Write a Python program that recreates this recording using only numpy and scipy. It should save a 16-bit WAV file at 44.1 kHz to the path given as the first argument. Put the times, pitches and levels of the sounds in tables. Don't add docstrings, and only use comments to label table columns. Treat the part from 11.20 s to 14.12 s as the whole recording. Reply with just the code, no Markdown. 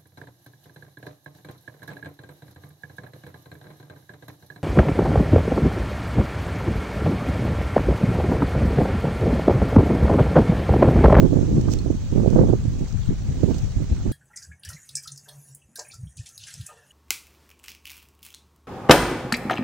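import sys
import numpy as np
from scipy import signal
from scipy.io import wavfile
from scipy.ndimage import uniform_filter1d, minimum_filter1d

SR = 44100
rng = np.random.default_rng(int(sys.argv[2]) if len(sys.argv) > 2 else 0)


def transcribe(u):
    v = np.clip(np.atleast_2d(u).T, -1, 1)
    q = np.round(v * 32767).astype(np.int16)
    wavfile.write(sys.argv[1], SR, q)


N = 128772
T = np.arange(N) / SR

# pitch_hz, density_db_per_hz
HISS_SPECTRUM = [(300, 16), (600, 8.5), (950, 3), (2000, 1), (2700, -0.5), (4400, 1), (5100, -1.5),
                 (6000, 3.5), (6800, 2), (9000, -9.5), (9900, -47), (11300, -17.5), (13400, -37.5),
                 (15300, -8.5), (16500, -8.5)]
# time_s, level_db
HISS_COURSE = [(0, -53), (.55, -52.5), (.7, -54.5), (1.16, -52.5), (1.45, -54.5), (2.05, -54.5),
               (2.35, -51), (2.5, -54), (2.92, -54.5)]
# pitch_hz, left_minus_right_db
HISS_BALANCE = [(500, 1.5), (2000, 0), (6500, -7), (11500, 0), (15500, -4.5)]
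# pitch_hz, correlation (no unit)
HISS_LIKENESS = [(1400, 0.72), (2400, 0.1), (6200, 0.14)]
HISS_DB, HISS_FLICKER_DB, HISS_FLICKER_HZ = 7, 2.0, 19.3
FIZZ_DB, GRAINS_PER_S, GRAIN_SPREAD_DB = -10, 520, 5.5
TICKS_DB, TICKS_PER_S, TICK_DECAY_S = -16, 17, .002

# start_s, level_db, decay_t60_s
CLICKS = [(.412, -38, 0.025), (.519, -45, 0.015), (0.5362, -21, 0.0093), (.587, -38.5, 0.023),
          (1.103, -36.5, 0.012), (1.682, -46, 0.11), (1.725, -43.5, .025), (2.382, -39, 0.048)]
# pitch_hz, density_db_per_hz
CLICK_SPECTRUM = [(1200, -15), (3600, -4.5), (5600, 6), (7000, 2.5), (8600, -4), (9800, -37), (11500, -12),
                  (13400, -31), (15300, -9)]
# start_s, level_db, pitch_hz, width_hz
SHARDS = [(0.484, -33.5, 1080, 580), (.589, -37.5, 4300, 159), (1.818, -48, 3600, 400),
          (1.832, -45, 3240, 400), (2.767, -46, 1640, 600)]
SHARD_T60_S = 0.041
ICE_PAN_DB = -7.5
CRUNCH_S, CRUNCH_WIDTH_S, CRUNCH_DB = 0.524, 0.016, -36.5
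CRUNCH_WANDER_DB, CRUNCH_WANDER_HZ = 1.8, 143

# time_s, level_db
FLOW_LEFT = [(0, -32.5), (.42, -26.5), (.65, -39), (1.08, -36.5), (1.24, -22.5), (1.42, -34.5), (2.92, -36)]
# time_s, level_db
FLOW_RIGHT = [(0, -14.5), (.1, -20.5), (.22, -15), (.26, -21.5), (.34, -17.5), (.44, -21), (.55, -19),
              (.61, -24), (.79, -34.5), (.9, -31.5), (.98, -17.5), (1.24, -14), (1.4, -30), (1.58, -26),
              (1.71, -53), (1.88, -39.5), (2.01, -34.5), (2.1, -26.5), (2.36, -25), (2.51, -39.5),
              (2.82, -30.5), (2.92, -21)]
# start_s, level_db, length_s (up to the release), port (left or right)
PUFFS = [(0.02, -10.5, 0.041, "right"), (0.03, -21, 0.016, "left"), (0.12, -11.5, 0.013, "right"),
         (0.155, -12.5, 0.018, "right"), (0.306, -20, 0.092, "left"), (0.365, -12, 0.012, "right"),
         (0.473, -16.5, 0.019, "right"), (0.655, -16.5, 0.015, "right"), (0.693, -14.5, 0.016, "right"),
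         (.74, -18.5, 0.0063, "right"), (0.832, -25.5, 0.008, "right"), (0.921, -16.5, 0.019, "right"),
         (0.955, -14.5, 0.05, "right"), (1.008, -25, 0.03, "left"), (1.061, -11.5, 0.021, "right"),
         (1.131, -14, 0.02, "left"), (1.148, -11.5, 0.034, "right"), (1.185, -5.5, 0.025, "right"),
         (1.194, -15.5, 0.034, "left"), (1.283, -11.5, 0.02, "right"), (1.324, -11.5, 0.017, "right"),
         (1.447, -20, 0.012, "right"), (1.602, -19, 0.028, "right"), (1.706, -23, 0.018, "left"),
         (1.74, -18, 0.019, "left"), (1.788, -19.5, 0.012, "left"), (1.874, -18, 0.026, "left"),
         (1.902, -17.5, 0.022, "right"), (2.088, -18, .016, "left"), (2.225, -13.5, 0.019, "right"),
         (2.269, -15.5, 0.043, "right"), (2.429, -16, .017, "left"), (2.559, -21.5, 0.021, "right"),
         (2.595, -20.5, 0.038, "right"), (2.698, -21.5, 0.027, "right"), (2.71, -22, 0.025, "left"),
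         (2.849, -19, .026, "right")]
PUFF_ATTACK_S, PUFF_RELEASE_S = .005, .012
REFERENCE_DB = -20

# pitch_hz, density_db_per_hz
RUMBLE_SPECTRUM = [(18, -7.5), (28, 0), (45, 1.1), (70, -4), (130, -4), (220, -19)]
RUMBLE_LEFT_DB, RUMBLE_RIGHT_DB = -20.5, -23
RUMBLE_FOLLOWS_LEFT, RUMBLE_FOLLOWS_RIGHT = 0.34, 0.37

# centre_s, peak_db (both ports' power together), width_s, left_minus_right_db
BUFFETS = [(.046, 0, 0.0016, -23), (0.132, -6, 0.00066, -32), (0.384, -7, 0.0016, -3),
           (0.662, -14, 0.0006, -23), (.705, -7.5, 0.00071, -23), (1.062, -4, 0.0006, -27),
           (1.161, -5.5, 0.00052, -24), (1.237, -7, 0.00054, -30), (1.336, -4.5, 0.00053, -34),
           (1.483, -7.5, 0.0022, -9), (1.754, -12, 0.0029, 27), (1.891, -9.5, 0.00149, 16),
           (2.235, -5.5, 0.00067, -28), (2.2418, -4, 0.0019, -23), (2.572, -8.5, 0.003, -14),
           (2.725, -11, 0.0039, 3)]

# pitch_hz, density_db_per_hz
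TURBULENCE_LEFT = [(90, -2), (140, 7.5), (320, -11), (480, -31.5), (750, -40.5), (2400, -76)]
# pitch_hz, density_db_per_hz
TURBULENCE_RIGHT = [(90, 4), (140, 2), (220, 0.5), (320, -2), (480, -16), (750, -28), (1200, -40),
                    (2400, -71.5)]
LEFT_DB, RIGHT_DB = 0, -0.33
LEFT_OCTAVES_PER_DB, RIGHT_OCTAVES_PER_DB = 0.0948, 0.04
GUST_S = 0.054
EDDY_RATE_HZ, EDDY_DB = 53.4, 4.5

CEILING, LIMITER_S, CUTOFF_HZ = .95, .004, 15900


def from_db(db):
    return 10 ** (np.asarray(db) / 20)


def rms_one(x):
    return x / np.sqrt(np.mean(x ** 2) + 1e-20)


def evened(x, span_s):
    return x / np.sqrt(uniform_filter1d(x * x, size=int(SR * span_s)) + 1e-20)


def in_time(rows):
    return np.interp(T, *np.transpose(rows))


def at_hz(points, hz):
    table = np.array(points)
    return np.interp(np.log(hz), np.log(table[:, 0]), table[:, 1])


def pan(db):
    return rms_one(from_db([[db / 2], [-db / 2]]))


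def drift(rate_hz):
    step = 20
    pole = np.exp(-2 * np.pi * rate_hz * step / SR)
    noise = rng.standard_normal(N // step + 2002)
    slow = signal.lfilter([1], [1, -2 * pole, pole * pole], noise)[2000:]
    return np.interp(np.arange(N) / step, np.arange(len(slow)), rms_one(slow))


def bands(low_hz, high_hz, count):
    edges = np.geomspace(low_hz, high_hz, count + 1)
    return [(np.sqrt(a * b), signal.butter(3, [a, b], "band", fs=SR, output="sos"))
            for a, b in zip(edges, edges[1:])]


def steady_noise(sos, hz):
    x = signal.sosfilt(sos, rng.standard_normal(N + SR))
    return evened(x, .012 + 2 / hz)[-N:] * np.sqrt(hz)


def dying(s, t60):
    return (T >= s) * np.exp(-np.log(1000) * np.maximum(T - s, 0) / t60)


def fizz():
    spread = np.minimum(rng.exponential(1, N), 4)
    sizes = from_db(GRAIN_SPREAD_DB * spread) * rng.standard_normal((2, N))
    breaks = rng.random(N) < GRAINS_PER_S / SR
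    return rms_one(sizes * breaks)


def ticks():
    starts = (rng.random(N) < TICKS_PER_S / SR) * rng.uniform(0.34, 1, N)
    decay = np.exp(-1 / (TICK_DECAY_S * SR))
    envelope = signal.lfilter([1], [1, -decay], starts + 1e-18)
    return rms_one(envelope * rng.standard_normal((2, 2, N)))


def river():
    sources = []
    for snaps in ticks():
        water = rng.standard_normal((2, N))
        sources.append(water + from_db(FIZZ_DB) * fizz() + from_db(TICKS_DB) * snaps)
    out = 0
    bank = bands(300, 2400, count=6) + bands(2400, 16500, count=28)
    for k, (hz, sos) in enumerate(bank):
        mid, side = signal.sosfilt(sos, sources[k % 2])
        alike = np.clip(at_hz(HISS_LIKENESS, hz), -1, 1)
        both = np.sqrt(1 + alike) * mid + np.sqrt(1 - alike) * side * [[1], [-1]]
        level_db = at_hz(HISS_SPECTRUM, hz) + HISS_FLICKER_DB * drift(HISS_FLICKER_HZ)
        out = out + both * pan(at_hz(HISS_BALANCE, hz)) * from_db(level_db)
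    return rms_one(out) * from_db(in_time(HISS_COURSE) + HISS_DB)


def shard(s, db, hz, width_hz):
    sos = signal.butter(2, [hz - width_hz / 2, hz + width_hz / 2], "band", fs=SR, output="sos")
    return from_db(db) * dying(s, SHARD_T60_S) * rms_one(steady_noise(sos, hz))


def ice():
    white = rng.standard_normal((2, 2, N))
    noise = 0
    for k, (hz, sos) in enumerate(bands(1200, 16500, count=20)):
        noise = noise + from_db(at_hz(CLICK_SPECTRUM, hz)) * signal.sosfilt(sos, white[k % 2])
    clicks = sum(from_db(db) * dying(s, t60) for s, db, t60 in CLICKS)
    crunch_db = CRUNCH_DB + CRUNCH_WANDER_DB * drift(CRUNCH_WANDER_HZ)
    crunch = from_db(crunch_db) * np.exp(-np.abs(T - CRUNCH_S) / CRUNCH_WIDTH_S)
    shards = sum(shard(*row) for row in SHARDS)
    return pan(ICE_PAN_DB) * (rms_one(noise) * np.hypot(clicks, crunch) + shards)


def airflow(flow, port):
    gain = from_db(in_time(flow))
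    for s, db, length, where in PUFFS:
        if where == port:
            attack = np.clip((T - s) / PUFF_ATTACK_S, 0, 1)
            release = np.exp(-np.maximum(T - s - length, 0) / PUFF_RELEASE_S)
            gain = np.hypot(gain, from_db(db) * attack * release)
    return 20 * np.log10(gain)


def rumble(air_db, follows):
    noise = sum(from_db(at_hz(RUMBLE_SPECTRUM, hz)) * steady_noise(sos, hz)
                for hz, sos in bands(16, 200, count=6))
    return rms_one(noise) * from_db(follows * (air_db - REFERENCE_DB))


def buffets():
    out = np.zeros((2, N))
    for s, db, width, side_db in BUFFETS:
        u = (T - s) / width
        bump = (1 - u * u) * np.exp(-u * u / 2)
        out += pan(side_db) / np.sqrt(2) * from_db(db) * bump
    return out


def turbulence(air_db, spectrum, octaves_per_db):
    gust_db = uniform_filter1d(air_db, size=int(GUST_S * SR))
    stretch = 2 ** (octaves_per_db * (gust_db - REFERENCE_DB))
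    noise = sum(from_db(at_hz(spectrum, hz / stretch)) * steady_noise(sos, hz)
                for hz, sos in bands(70, 2800, count=13))
    smooth = signal.butter(2, 2 * EDDY_RATE_HZ, fs=SR, output="sos")
    lumps = signal.sosfilt(smooth, drift(EDDY_RATE_HZ))
    return from_db(air_db) * evened(noise * from_db(EDDY_DB * lumps), .028)


def scene():
    background = river() + ice()
    air_left, air_right = airflow(FLOW_LEFT, "left"), airflow(FLOW_RIGHT, "right")
    left = from_db(RUMBLE_LEFT_DB) * rumble(air_left, RUMBLE_FOLLOWS_LEFT)
    left += from_db(LEFT_DB) * turbulence(air_left, TURBULENCE_LEFT, LEFT_OCTAVES_PER_DB)
    right = from_db(RUMBLE_RIGHT_DB) * rumble(air_right, RUMBLE_FOLLOWS_RIGHT)
    right += from_db(RIGHT_DB) * turbulence(air_right, TURBULENCE_RIGHT, RIGHT_OCTAVES_PER_DB)
    return background + buffets() + np.array([left, right])


def record(dry):
    allowed = np.minimum(1, CEILING / (np.abs(dry) + 1e-9))
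    span = int(LIMITER_S * SR)
    lowest = minimum_filter1d(allowed, size=2 * span)
    gain = uniform_filter1d(lowest, size=span)
    low_pass = signal.ellip(10, .1, 80, CUTOFF_HZ, fs=SR, output="sos")
    return signal.sosfilt(low_pass, dry * gain)


dry = scene()
out = record(dry)
transcribe(out)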